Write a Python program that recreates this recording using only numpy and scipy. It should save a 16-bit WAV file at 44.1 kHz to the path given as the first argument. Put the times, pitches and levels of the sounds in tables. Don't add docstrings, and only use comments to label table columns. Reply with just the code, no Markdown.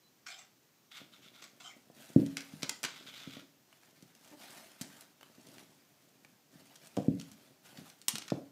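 import sys
import numpy as np
from scipy import signal
from scipy.fft import rfft, irfft, next_fast_len
from scipy.io import wavfile
from scipy.ndimage import uniform_filter1d, map_coordinates

SR = 44100
rng = np.random.default_rng(int(sys.argv[2]) if len(sys.argv) > 2 else 0)


def to_wav(s):
    ch = np.atleast_2d(s).T
    pcm = np.round(np.clip(ch, -1, 1) * 32767)
    wavfile.write(sys.argv[1], SR, pcm.astype(np.int16))


N = 375291


def amp(db):
    return 10 ** (np.asarray(db) / 20)


def unit(x):
    return x / np.sqrt(np.mean(x ** 2) + 1e-20)


def along(points, hz):
    f, value = np.transpose(points)
    return np.interp(np.log(hz + 1), np.log(f + 1), value)


def add(track, s, sound):
    part = track[round(s * SR):][:len(sound)]
    part += sound[:len(part)]


def level(strokes, attack_s, sag_db_per_s, release_t60):
    power = np.zeros(N)
    for s, length, db in strokes:
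        t = np.arange(int((length + release_t60) * SR)) / SR
        sag_db = sag_db_per_s * t
        release_db = 60 * np.maximum(t - length, 0) / release_t60
        attack = np.minimum(t / attack_s, 1)
        gain = attack * amp(db - (sag_db + release_db))
        add(power, s, gain ** 2)
    return np.sqrt(power)


def wobble(rate, size=N):
    knots = rng.standard_normal(int(size * rate / SR) + 4)
    return map_coordinates(knots, [np.arange(size) * rate / SR])


def coloured(x, gain_db):
    half = next_fast_len(len(x) // 2 + 2048)
    hz = np.fft.rfftfreq(2 * half, 1 / SR)
    cepstrum = irfft(np.log(amp(gain_db(hz))))
    cepstrum[1:half] *= 2
    cepstrum[half + 1:] = 0
    response = np.exp(rfft(cepstrum))
    return irfft(rfft(x, 2 * half) * response)[:len(x)]


def shaped(x, spectrum):
    return unit(coloured(x, lambda hz: along(spectrum, hz)))


def cut(x, hz, kind, order):
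    return signal.sosfilt(signal.butter(order, hz, kind, fs=SR, output="sos"), x)


def ring(modes, t, scatter_db):
    total = np.zeros(len(t))
    for hz, db, t60 in modes:
        strength_db = db + scatter_db * rng.normal()
        total += amp(strength_db - 60 * t / t60) * np.sin(2 * np.pi * hz * t)
    return total


def in_room(x, wet_db, build=0.0031):
    # f/Hz, t60/s
    room_decay = [(100, 0.38), (300, 0.3), (700, 0.37), (3000, 0.29), (8000, 0.33), (15000, 0.18)]
    hz, t, z = signal.stft(rng.standard_normal(SR // 2), SR, nperseg=256)
    decay = amp(-60 * t / along(room_decay, hz)[:, None])
    rise = 1 - np.exp(-t / build)
    tail = signal.istft(z * decay * rise, SR)[1]
    tail = cut(tail / np.linalg.norm(tail), 5100, "low", order=1)
    return x + amp(wet_db) * signal.fftconvolve(x, tail)[:len(x)]


def slips(rate, spread_db, smooth):
    spread = amp(spread_db * np.clip(rng.standard_normal(N), -2, 2))
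    sizes = rng.standard_normal(N) * spread
    releases = sizes * (rng.random(N) < rate / SR)
    return unit(unit(releases) + smooth * rng.standard_normal(N))


def drifting(x, depth_db):
    z = signal.stft(x, nperseg=512)[2]
    field = rng.standard_normal(z.shape)
    field = uniform_filter1d(field, size=4, axis=0)
    field = unit(uniform_filter1d(field, size=6, axis=1))
    return signal.istft(z * amp(depth_db * field))[1][:len(x)]


def hiss():
    # f/Hz, level/dB
    hiss_colour = [(30, -23), (80, -14.5), (130, 1), (200, -1.5), (280, -1), (400, -5.5), (650, -8),
                   (1000, -10.5), (2000, -12.5), (4000, -14), (6200, -12.5), (10000, -21.5), (13000, -15.5),
                   (15500, -17)]
    return amp(-68.5) * shaped(rng.standard_normal(N), hiss_colour)


def skids():
    # t/s, length/s, slip rate f/Hz, level/dB
    pad_skids = [(0.015, 0.094, 4040, -68), (4.314, 0.051, 296.6, -52)]
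    track, t = np.zeros(N), np.arange(int(.2 * SR)) / SR
    for s, length, judder_hz, db in pad_skids:
        unsteadiness = 0.031 * np.cumsum(rng.standard_normal(len(t)))
        phase = 2 * np.pi * judder_hz * t + unsteadiness
        press = np.sin(np.pi * np.minimum(t / length, 1))
        tone = np.sin(phase) + 0.47 * np.sin(2 * phase) + 0.28 * np.sin(3 * phase)
        add(track, s, amp(db) * press * tone)
    return in_room(cut(track, 5500, "low", order=4), wet_db=-9)


def drags():
    # t/s, length/s, level/dB
    toy_pulls = [(0.26, 0.056, -48.5), (0.33, 0.023, -57), (0.378, 0.013, -53), (1.415, 0.031, -57),
                 (1.598, 0.1, -52.5)]
    # f/Hz, level/dB
    bristle_colour = [(350, -91), (600, -17), (777, -4), (855, -16.5), (1470, -1), (1660, -12),
                      (2220, -2.5), (2570, -10), (2870, -8.5), (4680, -7.5), (5510, -11), (6400, -8.5),
                      (7960, -11), (9630, -25), (15500, -30.5)]
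    pull = level(toy_pulls, attack_s=0.0084, sag_db_per_s=31, release_t60=.24)
    spurts = amp(1.9 * np.clip(wobble(150), -2, 1))
    catches = slips(rate=2200, spread_db=-1.0, smooth=0.62) * spurts
    scrape = shaped(drifting(catches, depth_db=5), bristle_colour)
    return in_room(amp(-0.5) * pull * scrape, wet_db=-5)


def rakes():
    # t/s, length/s, level/dB
    claw_rakes = [(0.905, 0.063, -54.5), (0.94, 0.057, -51.5), (1.115, 0.05, -59), (1.215, 0.046, -56),
                  (1.33, 0.077, -57), (2.87, .15, -52), (3.06, 0.033, -49), (3.125, 0.13, -50),
                  (3.28, 0.12, -52.5), (4.405, 0.019, -52.5)]
    # f/Hz, level/dB
    claw_colour = [(350, -44.5), (600, -17), (788, -13), (866, -17.5), (1430, -5.5), (1690, -12.5),
                   (2220, -5), (2680, -9), (3520, -1.5), (4260, -10), (4940, -12), (7430, -17.5),
                   (9890, -25), (14300, -23.5), (15500, -32)]
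    pressure = level(claw_rakes, attack_s=0.014, sag_db_per_s=13.5, release_t60=0.26)
    spurts = amp(2.1 * np.clip(wobble(110), -2, 1.5))
    catches = slips(rate=2500, spread_db=3.5, smooth=.7) * spurts
    rasp = shaped(drifting(catches, depth_db=1.5), claw_colour)
    return in_room(amp(-2) * pressure * rasp, wet_db=-9.0)


def slides(brush):
    # f/Hz, level/dB
    fur_colour = [(260, -41), (450, -15), (661, -0.5), (1090, -9), (1490, -4.5), (1760, -6.5), (2330, -7),
                  (4530, -8.5), (5580, -10.5), (13200, -14.5), (15500, -19)]
    fibres = slips(rate=3500, spread_db=4, smooth=0.98) * amp(1.6 * wobble(45))
    rustle = shaped(drifting(fibres, depth_db=2.5), fur_colour)
    return in_room(amp(-1.0) * brush * rustle, wet_db=-10)


def shifting(load):
    # f/Hz, level/dB
    creep_colour = [(50, -35), (100, -11), (160, -1), (280, 0.5), (380, -6), (650, -10.5), (900, -29),
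                    (1500, -51)]
    shoves = slips(rate=110, spread_db=2.5, smooth=0.61)
    murmur = shaped(in_room(shoves, wet_db=-5.5), creep_colour)
    return murmur * amp(0.5) * load


def stray_ticks(brush):
    ticks_per_s, tick_db, spread_db, treble_db = 14, 12, 2, -5
    draws = rng.random((round(ticks_per_s * N / SR), 2))
    hits = []
    for when, size in draws:
        hits.append((when * N / SR, tick_db + spread_db * (2 * size - 1), treble_db))
    return brush * clicks(hits)


def tussles():
    # t/s, length/s, fur level/dB, load on the boards level/dB
    rolls = [(0.935, 1, -72, -70), (1.928, 0.77, -60, -63), (2.917, 0.46, -68.5, -66),
             (3.65, 0.7, -69.5, -75.5), (4.208, 0.12, -62, -67), (4.359, .29, -55.5, -63),
             (4.767, 0.22, -60, -67.5), (5.17, .28, -66, -69), (5.43, 0.18, -61, -62),
             (5.648, 0.665, -73, -75), (6.497, 0.96, -65, -68), (6.805, 0.03, -62, -77),
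             (7.01, 0.44, -74.5, -79), (7.61, 0.25, -60.5, -63), (8.09, .27, -66.5, -70)]
    shape = dict(attack_s=0.049, sag_db_per_s=0.5, release_t60=0.83)
    brush = level([(s, length, fur_db) for s, length, fur_db, _ in rolls], **shape)
    load = level([(s, length, load_db) for s, length, _, load_db in rolls], **shape)
    return slides(brush) + shifting(load) + stray_ticks(brush)


def struck_at(spot_hz):
    # f/Hz, level/dB, t60/s
    board_modes = [(90.3, -24, 0.6), (122.6, -28, 0.18), (160.8, -19.5, 0.47), (202, -30, 0.13),
                   (276.2, -21.5, 0.62), (290, -19, 0.31), (326, -19, .3), (344.4, -20, .3),
                   (352, -29, .25), (500, -22, .25), (490, -19.5, 0.42), (594.6, -26.5, .28),
                   (740, -23.5, 0.31)]
    struck = []
    for hz, db, t60 in board_modes:
        crest = np.sin(np.pi / 2 * hz / spot_hz) ** 2
        struck.append((hz, db + 14 * (crest - 1), t60))
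    return struck


def thumps():
    # t/s, level/dB, hardness level/dB, board pitch at that spot f/Hz
    landings = [(1.014, -45.5, -6.5, 293), (1.899, -45.5, -2.5, 274), (2.16, -8, -17, 288),
                (2.533, -39, -32, 153), (2.63, -31.5, -7.5, 269), (2.839, -44, -24, 132),
                (3.272, -37.5, -15, 269), (3.367, -40, -6.5, 269), (4.025, -47, -14.5, 194),
                (4.81, -35.5, -22, 254), (5.38, -49.5, -10, 270), (5.486, -48.5, -12, 272),
                (6.25, -53.5, -10, 158), (6.553, -49.5, -20, 133), (6.968, -31, 1, 490),
                (6.973, -20.5, -5, 160), (6.983, -21, -7.5, 164), (7.081, -14, -18.5, 203),
                (7.314, -46, -33, 151), (7.781, -42, -45, 157), (8.133, -40, -36, 204),
                (8.319, -18, -5.5, 332)]
    # f/Hz, level/dB
    pad_colour = [(30, -37), (55, -37), (80, -17.5), (120, -3.5), (170, 0.5), (270, 1.5), (400, -15.5),
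                  (560, -18.5), (700, -32), (900, -56.5), (1400, -70.5), (4000, -100)]
    track, t = np.zeros(N), np.arange(int(.7 * SR)) / SR
    for s, db, hardness_db, spot_hz in landings:
        knock_db = 1.21 * (hardness_db + 19.0)
        tilt = [(240, 0), (550, knock_db), (1000, 2.41 * knock_db)]
        push = coloured(signal.unit_impulse(len(t)), lambda hz: along(pad_colour, hz) + along(tilt, hz))
        push = push / np.abs(push).max()
        board_ring = ring(struck_at(spot_hz), t, scatter_db=2.5)
        boards = signal.fftconvolve(push, board_ring)[:len(t)] * amp(-39.5)
        add(track, s + 0.0015, amp(db - .5) * (in_room(push, wet_db=-6.0) + boards))
    return track


def clicks(hits):
    # f/Hz, level/dB, t60/s
    click_modes = [(1410, -22, 0.079), (1820, -26, .07), (1970, -24, 0.068), (2320, -23, 0.11),
                   (3235, -10, 0.046), (3920, -15.5, 0.044), (5000, -28, .04), (5700, -24.5, 0.03),
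                   (7630, -2.5, 0.0148), (9030, -26, 0.024)]
    # f/Hz, level/dB
    click_colour = [(100, -12), (300, 4), (700, -0.5), (1100, 1.5), (3200, -0.5), (6000, 0.5), (9000, -6.5),
                    (12500, -10.5), (15500, -20)]
    chatter_t60_s, knock_db = 0.012, -8
    track, t = np.zeros(N), np.arange(int(.35 * SR)) / SR
    strike = amp(-60 * (t / chatter_t60_s) ** 1.03)
    for s, db, treble_db in hits:
        flutter_db = 6.5 * np.clip(wobble(400, size=len(t)), -2, 1.5)
        scuff = amp(-6.5 - 60 * t / 0.063 + flutter_db)
        wood = amp(-7) * ring(click_modes, t, scatter_db=1.5)
        contact = rng.standard_normal(len(t)) * (strike + scuff) + wood
        mids_db = -9 - .5 * treble_db
        tilt = [(850, knock_db), (1500, mids_db), (3000, 0.015), (4500, 0.0044), (10000, treble_db + 11.0)]
        tick = coloured(contact, lambda hz: along(click_colour, hz) + along(tilt, hz))
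        add(track, s, amp(db + 12.0) * in_room(tick / np.linalg.norm(tick), wet_db=-5.5))
    return track


def bites():
    # t/s, level/dB, mouth resonance f/Hz
    nips = [(3.727, -49, 2900), (3.833, -52.5, 2730), (5.21, -47, 2660), (5.23, -42.5, 2990),
            (6.248, -45.5, 2290)]
    track, t = np.zeros(N), np.arange(int(.25 * SR)) / SR
    for s, db, mouth_hz in nips:
        mouth = [(200, -20), (650, -6), (1500, -7), (mouth_hz * 0.98, -7), (mouth_hz, 0),
                 (mouth_hz * 1.18, -14), (14000, -22)]
        burst = rng.standard_normal(len(t)) * amp(-60 * t / 0.019)
        crunch = coloured(burst, lambda hz: along(mouth, hz))
        add(track, s, amp(db + 14.5) * in_room(crunch / np.linalg.norm(crunch), wet_db=-7.5))
    return track


def scene():
    # t/s, level/dB, treble level/dB
    wood_hits = [(1.4227, -37.5, -18), (1.4404, -38, -13), (2.2001, -44, -18), (2.2629, -37.5, -10),
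                 (2.3693, -21.5, -15.5), (2.4058, -33.5, -14), (2.6225, -31.5, -16), (2.6309, -20.5, -18),
                 (2.693, -18, -8.5), (2.8313, -24.5, -10), (2.839, -21, -12), (2.8482, -19, -17.5),
                 (4.0247, -46.5, -4.5), (4.1502, -48, -5), (4.812, -26, -5.5), (5.009, -39.5, -1),
                 (5.5822, -41, -19.5), (6.756, -40.5, -9), (6.8712, -41.5, -4), (6.968, -33, -14),
                 (7.198, -35.5, -10), (7.213, -36, -8), (7.3158, -42.5, -5), (7.7735, -39.5, -20),
                 (7.8997, -41, -10), (8.016, -40.5, -7), (8.0824, -11, -2.5), (8.155, -23, -12.5),
                 (8.1827, -26.5, -10), (8.2192, -32.5, -17), (8.2804, -33, -17), (8.302, -30.5, -18.5)]
    rubbing = skids() + drags() + rakes() + tussles()
    contacts = thumps() + clicks(wood_hits) + bites()
    return (hiss() + rubbing + contacts)[None]


def record(dry):
    top_hz = 15600
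    size = next_fast_len(N + SR // 2)
    spectrum = rfft(cut(dry, 55, "high", order=2), size)
    kept = np.fft.rfftfreq(size, 1 / SR) < top_hz
    return irfft(spectrum * kept, size)[:, :N]


dry = scene()
out = record(dry)
to_wav(out)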